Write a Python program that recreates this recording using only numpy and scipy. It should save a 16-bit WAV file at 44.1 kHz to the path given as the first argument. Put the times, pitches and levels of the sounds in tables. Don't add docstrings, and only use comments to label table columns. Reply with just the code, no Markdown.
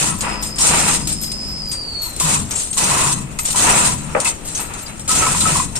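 import sys
import numpy as np
from scipy import signal
from scipy.fft import rfft, irfft
from scipy.io import wavfile

SR = 44100
rng = np.random.default_rng(int(sys.argv[2]) if len(sys.argv) > 2 else 0)


def file_out(sig):
    cols = np.atleast_2d(sig).T
    lim = np.clip(cols, -1, 1)
    pcm = np.round(lim * 32767).astype(np.int16)
    wavfile.write(sys.argv[1], SR, pcm)


N = 255339
TIME_S = np.arange(N) / SR
BIN_HZ = np.maximum(np.fft.rfftfreq(N + 1, 1 / SR), 1)


def amp(db):
    return 10 ** (np.asarray(db) / 20)


def rms_one(x):
    return x / np.sqrt(np.mean(x ** 2) + 1e-20)


def in_time(tables):
    s, *columns = np.transpose(np.concatenate(tables))
    return [np.interp(TIME_S, s, column) for column in columns]


def at_hz(points, hz):
    table_hz, values = np.array(points).T
    return np.interp(np.log(hz), np.log(table_hz), values)


def colour(x, spectrum):
    return irfft(rfft(x, N + 1) * amp(at_hz(spectrum, BIN_HZ)))[..., :N]


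def ring(x, hz, width_hz):
    radius = np.exp(-np.pi * width_hz / SR)
    angle = 2 * np.pi * hz / SR
    return signal.lfilter([0, np.sin(angle)], [1, -2 * radius * np.cos(angle), radius ** 2], x + 1e-18)


def body(hits, modes):
    out = 0
    for k, (hz, width_hz, db) in enumerate(modes):
        gain = amp(db) * np.sqrt(4 * np.pi * width_hz / SR)
        out = out + (-1) ** k * gain * ring(hits, hz, width_hz)
    return out


def drift(rate_hz):
    knots = rng.standard_normal(int(N / SR * rate_hz) + 2)
    return np.interp(TIME_S * rate_hz, np.arange(len(knots)), knots)


def contacts(per_s, spread_db):
    signs = rng.choice([-1, 1], (2, N))
    sizes = amp(spread_db * np.minimum(rng.exponential(1, (2, N)), 4)) * signs
    return rms_one(sizes * (rng.random((2, N)) < per_s / SR))


def settling(events, rise_s=0.00021):
    power = np.zeros((2, N))
    for peak_s, peak_db, t60_s, shift_db in events:
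        t = np.arange(N - round((peak_s - rise_s) * SR)) / SR
        settle = amp(peak_db - 60 * t / max(t60_s, .02)) * np.minimum(t / max(rise_s, 1e-4), 1)
        power[:, N - len(t):] += (settle * amp([[-shift_db], [shift_db]])) ** 2
    return np.sqrt(power)


def whine(tables, blur_rad):
    pitch_hz, level_db = in_time(tables)
    start_s, end_s, fade_s = tables[0][0][0], tables[-1][-1][0], 0.039
    heard = np.clip(np.minimum(TIME_S - start_s, end_s - TIME_S) / fade_s, 0, 1)
    clean = 2 * np.pi * np.cumsum(pitch_hz) / SR
    blurred = np.array([clean + blur_rad * drift(70) for path in range(2)])
    return clean, blurred, heard * amp(level_db + 4.5)


WAKE_DB = 14


def stroke(start_s, rise_s, stop_s, fall_db_per_s):
    waking_db = WAKE_DB * np.maximum(1 - (TIME_S - start_s) / max(rise_s, .002), 0)
    falling_db = fall_db_per_s * np.maximum(TIME_S - stop_s, 0)
    return -waking_db - falling_db, np.clip((TIME_S - start_s) / (stop_s - start_s), 0, 1)


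# start in seconds, rise to full speed in seconds, length in seconds,
# link rattle in dB, slackening by the end in dB, plank clatter in dB, deck ringing in dB, hull boom in dB.
PULLS = [(-.05, 0.0056, 0.13, -15.5, 11, -22.5, -23, -21.5),
         (0.586, 0.022, 0.37, -20, 1.5, -19.5, -24.5, -21.5),
         (2.202, 0.056, 0.15, -18, 3.5, -22, -24, -20.5), (2.762, 0.018, 0.36, -19, 5, -23.5, -21.5, -24.5),
         (3.535, 0.048, 0.36, -18, 2.5, -19.5, -21, -20.5), (5.083, 0.01, 0.3, -21, 2.5, -23.5, -26, -21.5),
         (5.402, 0.0075, 0.19, -21.5, -0.5, -24.5, -24.5, -22.5)]
# loudest moment in seconds, link rattle in dB, plank clatter in dB,
# deck ringing in dB, dying away in dB per second.
SLIDES = [(0.245, -45, -24.5, -21, 105), (.3, -46, -26.5, -25, 137), (.46, -37, -41, -52, 245),
          (1.095, -26.5, -37, -50, 165), (1.239, -30, -60, -63, 300), (1.741, -33.5, -36, -42, 350),
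          (2.063, -33.5, -56, -41, 190), (2.516, -36, -29, -41, 163), (2.606, -24.5, -59, -48, 200),
          (3.464, -24.5, -45, -57, 100), (4.211, -27, -31, -26, 250), (4.276, -21, -29.5, -45, 243),
          (4.48, -32.5, -44, -48, 77), (4.578, -25.5, -47, -50, 200), (4.6, -40, -29.5, -35, 170),
          (4.718, -52, -34.5, -42, 64), (4.79, -32.5, -58, -57, 148), (4.87, -47, -39, -55, 98),
          (5.765, -39, -32, -41, 254)]
# time in seconds, link rattle in dB, plank clatter in dB,
# deck ringing in dB, hull boom in dB.
SWING = [(0, -24, -50, -37, -29), (.55, -51, -46, -46, -42), (1.1, -42, -49, -63, -27.5),
         (1.5, -42.5, -46.5, -52, -39.5), (1.7, -46.5, -53, -67, -40), (2.15, -45, -45.5, -50, -58),
         (2.7, -37, -65, -56, -37.5), (3.3, -43.5, -47, -49, -27.5), (3.5, -42, -38.5, -55, -37),
         (4.1, -38, -40, -38, -24), (4.42, -44, -46, -55, -37.5), (4.7, -41.5, -40.5, -42, -37.5),
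         (5.04, -43, -60, -60, -30.5), (5.79, -44, -65, -43, -28)]
RATTLE_FALL_DB_PER_S, SLIDE_RISE_DB_PER_S = 186, 448
CLATTER_EXTRA_RISE_S, CLATTER_ARCH_DB, CLATTER_FALL_DB_PER_S = 0.048, 7, 194
RINGING_RISE_S, RINGING_FALL_DB_PER_S = 0.0083, 199
BOOM_EXTRA_RISE_S, BOOM_LINGERS_S, BOOM_FALL_DB_PER_S = 0.062, 0.063, 98


def haul():
    power = amp(in_time([SWING])) ** 2
    for start_s, rise_s, length_s, rattle_db, slacken_db, clatter_db, ringing_db, boom_db in PULLS:
        stop_s = start_s + length_s
        rattle, gone = stroke(start_s, rise_s, stop_s, RATTLE_FALL_DB_PER_S)
        clatter, _ = stroke(start_s, rise_s + CLATTER_EXTRA_RISE_S, stop_s, CLATTER_FALL_DB_PER_S)
        ringing, _ = stroke(start_s, RINGING_RISE_S, stop_s, RINGING_FALL_DB_PER_S)
        boom, _ = stroke(start_s, rise_s + BOOM_EXTRA_RISE_S, stop_s + BOOM_LINGERS_S, BOOM_FALL_DB_PER_S)
        arch_db = CLATTER_ARCH_DB * (2 * gone - 1) ** 2
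        power += amp([rattle_db + rattle - slacken_db * gone,
                      clatter_db + clatter - arch_db,
                      ringing_db + ringing,
                      boom_db + boom]) ** 2
    for peak_s, *levels_db, fall_db_per_s in SLIDES:
        shape_db = np.minimum(SLIDE_RISE_DB_PER_S * (TIME_S - peak_s), fall_db_per_s * (peak_s - TIME_S))
        power[:3] += amp(np.add.outer(levels_db, shape_db)) ** 2
    return 10 * np.log10(power)


# peak in seconds, peak in dB, settling t60 in seconds, path shift in dB.
JOLTS = [(0.208, -17, 0.15, 3), (0.289, -28.5, 0.18, 2), (0.4255, -21, 0.29, 1), (0.559, -25, 0.13, 1),
         (0.5846, -13.5, 0.092, 2), (1.072, -20, 0.23, -0.5), (1.213, -28.5, 0.22, 6),
         (1.317, -19.5, 0.083, 1.5), (1.7158, -21, 0.1, 4.5), (2.0195, -27.5, 0.48, 1),
         (2.1638, -26, 0.12, -2), (2.1998, -13, 0.18, -3), (2.5092, -19.5, 0.21, 2),
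         (2.5566, -23, 0.46, 4.5), (2.7302, -19.5, 0.11, 2.5), (2.7727, -21, 0.14, -3),
         (3.389, -15, 0.11, 0.5), (3.4536, -20.5, 0.087, 4.5), (3.479, -23, 0.11, 3),
         (3.5043, -14.5, 0.093, 1.5), (3.559, -13, 0.1, -2), (4.2025, -12.5, 0.047, 3),
         (4.247, -15, 0.17, -1), (4.449, -33.5, 1, -5), (4.5492, -22, 0.16, 2), (4.599, -25, 0.12, 0),
         (4.737, -24, 0.085, 0.5), (4.9955, -27, 0.059, -6), (5.078, -27.5, 0.33, -10), (5.092, -18, 1, 0),
         (5.4056, -15, 0.1, 0), (5.755, -18.5, 0.18, 1)]
# peak in seconds, peak in dB, settling t60 in seconds, path shift in dB.
CHINKS = [(0.1835, -36, 0.2, 0), (0.415, -32, 0.33, 0), (1.0725, -31, 0.2, 0), (1.2131, -25, 0.28, 3),
          (1.4815, -36, 0.14, 0), (1.6841, -31, 0.17, 2), (2.018, -22, 0.28, 0), (2.2169, -28, 0.2, 3),
          (2.4992, -36, 0.2, 2), (2.7402, -35, 0.19, 2), (3.3897, -29, 0.25, -1), (3.4291, -28, 0.18, 0),
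          (3.5149, -29, 0.2, 1), (4.2492, -38, 0.2, 0), (4.4493, -38, 0.18, -1), (4.6029, -32, 0.29, 0),
          (4.8219, -37, 0.18, 0), (5.4056, -33, 0.2, 0),]
# frequency in Hz, density in dB per Hz.
LINKS = [(1760, -15), (3000, -9), (3440, -9), (4070, -9), (4800, -7.5), (6030, -9), (6730, -2), (8570, 0.5),
         (9510, -4.5), (10300, -15.5), (13200, -22), (14600, -28), (15600, -45)]
# frequency in Hz, gain in dB.
QUIET_TREBLE = [(9600, -3), (10800, -11.5)]
# frequency in Hz, width in Hz, level in dB.
LINK_RINGS = [(3614, 50, -12), (4013, 21, -8.5), (4430, 24, -13.5), (5490, 35, -7.5), (5880, 36, -7),
              (6400, 15, -4), (6930, 48, -5), (7380, 17, -1.5), (7520, 18, -2.5), (8030, 23, -1.5),
              (8390, 18, -1), (8790, 13, -0.5), (8800, 19, -5), (9330, 120, -3)]
# frequency in Hz, width in Hz, level in dB.
THIN_LINK = [(12780, 30, 0), (13030, 43, -4), (12610, 98, -3.5)]
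LINK_SPREAD = .012
JOLT_RISE_S = 0.0014


def links(rattle_db):
    drive = np.hypot(amp(rattle_db + 2.0 * drift(70)), amp(-3.5) * settling(JOLTS, JOLT_RISE_S))
    ticks = colour(contacts(per_s=4000, spread_db=1.0) * drive, LINKS)
    quiet = np.clip(1 - drive / amp(-23.0), 0, 1)
    ticks = ticks * (1 - quiet) + colour(ticks * quiet, QUIET_TREBLE)

    hits = contacts(per_s=650, spread_db=3.0) * drive * amp(3 * drift(80))
    pitches = [(hz * (1 + LINK_SPREAD * step), width_hz, db)
               for hz, width_hz, db in LINK_RINGS for step in (-1, 0, 1)]
    dealt = rng.integers(0, len(pitches), (2, N))
    rings = sum(body(hits * (dealt == k), [mode]) for k, mode in enumerate(pitches))

    thin_drive = np.hypot(amp(-40.5) * np.sqrt(drive), amp(-4.5) * settling(CHINKS, 2 * JOLT_RISE_S))
    thin = thin_drive * contacts(per_s=1100, spread_db=3.5)
    return amp(11.0) * ticks + amp(3.0) * rings + body(thin, THIN_LINK)


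# frequency in Hz, density in dB per Hz.
DECK = [(180, -10), (300, -5), (599, -3.5), (975, 0), (1320, -1.5), (1590, -6.5), (2610, -2), (3060, -11),
        (4500, -21.5), (5850, -51), (9900, -120)]
# frequency in Hz, width in Hz, level in dB.
DECK_RINGS = [(996.5, 53, 1), (1117, 137, -1.5), (913, 66, -17), (2520, 57, -12), (1984, 25, -12.5)]
# frequency in Hz, width in Hz, level in dB.
HIGH_RING = [(1297.4, 17, -5.5)]
# time in seconds, level in dB.
HIGH_RING_SHARE = [(0, 0), (1, -16), (2.3, -6.5), (3, -6), (3.8, -5), (5.0, 8.5), (5.5, -1), (5.56, -9),
                   (5.79, -10)]
# peak in seconds, peak in dB, settling t60 in seconds,
# path shift in dB.
LOW_RING_HITS = [(.287, -27, .1, 5), (2.206, -22.5, 0.044, -4), (2.356, -18, .05, 7),
                 (2.912, -17, 0.056, -1), (2.963, -21, 0.045, -3), (3.044, -20.5, 0.036, -3),
                 (3.812, -16, 0.038, -1), (5.266, -16, 0.045, -5), (5.347, -20, 0.031, -6),
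                 (5.556, -21.5, 0.13, -8), (5.597, -17, 0.092, -1.5)]
# peak in seconds, peak in dB, settling t60 in seconds,
# path shift in dB.
HIGH_RING_HITS = [(.107, -19.5, 0.037, -1), (3.6366, -21, .05, 5), (5.085, -9.5, 0.079, 0),
                  (5.218, -14, 0.31, -3.5), (5.415, -14.5, .06, -3.5), (5.455, -8.5, 0.076, -3)]


def planks(clatter_db, ringing_db):
    hits = contacts(per_s=1500, spread_db=-0.5) * amp(2.0 * drift(30))
    landing = contacts(per_s=5000, spread_db=1.0) * amp(6)
    high_share_db = in_time([HIGH_RING_SHARE])[0]
    low = hits * amp(ringing_db) + landing * settling(LOW_RING_HITS)
    high = hits * amp(ringing_db + high_share_db) + landing * settling(HIGH_RING_HITS)
    clatter = colour(hits * amp(clatter_db), DECK)
    return amp(12.5) * clatter + amp(-5.5) * (body(low, DECK_RINGS) - body(high, HIGH_RING))


# frequency in Hz, width in Hz, level in dB.
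HULL = [(136.7, 28.4, 1.5), (166.6, 50, 3.5), (210.4, 45, 0.5), (310.6, 25, -10.5), (91.6, 14, -5)]


def hull(boom_db):
    return rms_one(body(rng.standard_normal((2, N)), HULL)) * amp(boom_db - 6.0)


# time in seconds, pitch in Hz,
# level in dB.
GROANS = [
    [(2.2, 173.7, -44), (2.255, 166, -23), (2.29, 150, -36), (2.35, 156.6, -29), (2.46, 149, -46)],
    [(2.8, 187.2, -50), (2.86, 179.4, -34), (2.95, 134.4, -35), (3.11, 139.6, -32.5), (3.24, 135, -31),
     (3.31, 130, -42)],
]


def groans():
    out = 0
    for groan in GROANS:
        _, phase, level = whine([groan], blur_rad=0.74)
        out = out + level * np.sin(phase) * [[1], [.3]]
    return out


# peak in seconds, peak in dB, settling t60 in seconds, path shift in dB.
KNOCKS = [(4.149, -10.5, 0.053, 1), (4.163, -18.5, 0.11, -2), (4.174, -22, 0.12, -0.5)]
# frequency in Hz, width in Hz, level in dB.
PLANK = [(500, 91, 3), (590, 47, 5), (810, 83, 0), (987, 130, 0), (1250, 260, 3.5), (1810, 790, -1),
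         (2570, 400, -6)]


def knocks():
    return amp(-4.5) * body(settling(KNOCKS) * contacts(per_s=9000, spread_db=0.0), PLANK)


# peak in seconds, peak in dB, settling t60 in seconds, path shift in dB.
CLANKS = [(3.7, -34, 0.099, -5), (4.254, -21, 0.17, -1.5), (3.391, -22, 0.03, 1)]
# frequency in Hz, width in Hz, level in dB.
CASTING = [(946, 53, -3), (1293, 38, -4), (2065, 77, -3.5), (2597, 39, 2)]


def clanks():
    return body(settling(CLANKS) * contacts(per_s=5600, spread_db=-0.5), CASTING)


# start in seconds, pitch in Hz, level in dB, t60 in seconds.
CLINKS = [(2.511, 6300, -14, .03), (2.552, 7500, -12, .03), (2.705, 8500, -13.5, .04),
          (3.451, 7450, -10, .035), (4.472, 7850, -29, .05), (4.5495, 6270, -16, 0.073),
          (4.738, 7200, -27, .04), (4.8605, 4000, -35, .25), (4.86, 4900, -24, 0.045)]
TAP_S = .012


def clinks():
    out, touches = np.zeros((2, N)), round(TAP_S * SR)
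    for start_s, hz, level_db, t60_s in CLINKS:
        first = round(start_s * SR)
        tap = np.zeros((2, N + touches))
        tap[:, first:first + touches] = amp(level_db) * rng.standard_normal((2, touches)) / np.sqrt(touches)
        width_hz = np.log(1000) / np.pi / max(t60_s, .01)
        out += ring(tap[:, :N], hz, width_hz)
    return out


# time in seconds, pitch in Hz, level in dB.
SQUEAK = [(3.14, 2600, -56), (3.2, 2600, -49), (3.36, 2520, -52), (3.56, 2480, -54)]


def squeak():
    _, phase, level = whine([SQUEAK], blur_rad=1.9)
    return level * np.sin(phase)


# time in seconds, tooth pitch in Hz, level in dB.
TOOL = [
    [(.17, 4985, -48), (.3, 4986, -40), (.55, 4988, -39), (.6, 4988, -42)],
    [(1.0, 4990, -43), (1.2, 4992, -38), (1.47, 5003, -35), (1.6, 4960, -35), (1.7, 4820, -31),
     (1.8, 4710, -33.5), (1.9, 4530, -34.5), (2.045, 4300, -32), (2.09, 4200, -42), (2.24, 3930, -52)],
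]
# offset in steps of the turning rate, level in dB.
UNEVEN_TEETH = [(-2, -13), (-1, -9), (1, -4), (2, -8), (3, -9), (4, -9), (5, -13), (6, -15)]
# multiple of the turning rate, level in dB.
MOTOR_HUM = [(1, -35.5), (3, -40.5), (4, -38), (5, -43), (6, -49)]
TEETH_PER_TURN = 94
CUT_START_S, CUT_END_S, LOAD_S, UNLOAD_S = .15, 1.55, .06, .3
HISS_ABOVE_HZ, HISS_WIDTH_HZ = 140, 220
YARD_ECHO_T60_S, YARD_ECHO_DB = .25, -2


def yard_echo(far):
    lag_s = np.arange(round(YARD_ECHO_T60_S * SR)) / SR
    tail = rng.standard_normal((2, len(lag_s))) * amp(-60 * lag_s / YARD_ECHO_T60_S)
    return signal.fftconvolve(far, rms_one(tail) / np.sqrt(len(lag_s)), axes=1)[:, :N]


def power_tool():
    clean, phase, level = whine(TOOL, blur_rad=0.75)
    phase = phase + [[0], [np.pi / 2]]
    turn = clean / TEETH_PER_TURN
    load = np.clip(np.minimum((TIME_S - CUT_START_S) / LOAD_S, 1 - (TIME_S - CUT_END_S) / UNLOAD_S), 0, 1)

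    lowpass = signal.butter(2, HISS_WIDTH_HZ, fs=SR, output="sos")
    flutter = rms_one(signal.sosfilt(lowpass, rng.standard_normal((2, 2, N))))
    above = clean + 2 * np.pi * HISS_ABOVE_HZ * np.cumsum(load) / SR
    hiss = flutter[0] * np.cos(above) + flutter[1] * np.sin(above)

    beside = 0
    for k, db in UNEVEN_TEETH:
        unloaded_db = 2.5 * max(k - 1, 0) * (1 - load)
        beside = beside + amp(db + 3 * drift(12) - unloaded_db) * np.sin(phase + k * turn + drift(8))
    tooth = (1 - .3 * load) * amp(3 * drift(25)) * np.sin(phase)
    octave = .13 * (1 - load) * np.sin(2 * phase)
    tone = tooth + (.7 + .1 * load) * beside + octave
    far = level * (.6 * tone + (.22 + .08 * load) * hiss)

    hum = sum(amp(db + 2.6 * drift(7.9)) * np.sin(k * turn + 1.53 * drift(9)) for k, db in MOTOR_HUM)
    echoed = far + amp(YARD_ECHO_DB) * yard_echo(far)
    return amp([[5.0], [1.5]]) * echoed + load * hum * [[1], [.4]]


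# frequency in Hz, density in dB per Hz.
YARD = [(12, -38), (20, 2.5), (64, 1), (233, -4.5), (385, -9.5), (1260, -17), (1600, -21.5), (2510, -21),
        (3100, -22.5), (5250, -40), (8670, -27.5), (9390, -30), (11000, -50), (14300, -80), (22000, -120)]


def yard():
    return rms_one(colour(rng.standard_normal((2, N)), YARD)) * amp(-36 + 0.66 * drift(2.9))


# frequency in Hz, left-right likeness (1 = identical).
LIKENESS = [(60, 0.86), (150, 0.74), (380, 0.67), (950, 0.099), (2380, 0.087), (5980, 0.12), (15000, 0.19)]
# frequency in Hz, left over right in dB.
EARS = [(25, 14), (110, 1.5), (200, 4.5), (380, 5), (700, 4), (1290, 3), (2380, 1), (4400, 1.5),
        (6000, -2.5), (8120, 7), (15000, 5.5)]
PORT_LAG_S = 7e-5


def microphones(paths):
    mid, side = rfft(paths, N + 1)
    alike = np.clip(at_hz(LIKENESS, BIN_HZ), -1, 1)
    tilt = amp(at_hz(EARS, BIN_HZ) / 2) * np.exp(-1j * np.pi * BIN_HZ * PORT_LAG_S)
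    mid, side = np.sqrt(1 + alike) * mid, np.sqrt(1 - alike) * side
    return irfft(np.array([(mid + side) * tilt, (mid - side) / tilt]))[:, :N]


RINGING_WAVER_DB = 1.5
HAULED_PAN_DB, HAULED_FROM_DB, HAULED_SPAN_DB = -2, -32, 11


def scene():
    rattle_db, clatter_db, ringing_db, boom_db = haul()
    chains = links(rattle_db) + planks(clatter_db, ringing_db + RINGING_WAVER_DB * drift(12))
    hauled = np.clip((rattle_db - HAULED_FROM_DB) / HAULED_SPAN_DB, 0, 1)
    pan = amp(HAULED_PAN_DB / 2 * hauled * [[1], [-1]])
    boat = hull(boom_db) + groans() + knocks() + clanks() + clinks()
    return microphones(chains) * pan + microphones(boat + power_tool() + squeak() + yard())


OFFSET = -0.0027
CUTOFF_HZ = 15950


def record(dry):
    lowpass = signal.cheby2(16, 70, CUTOFF_HZ, fs=SR, output="sos")
    return signal.sosfilt(lowpass, np.tanh(dry / 1.217) * 0.95 + OFFSET)


dry = scene()
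out = record(dry)
file_out(out)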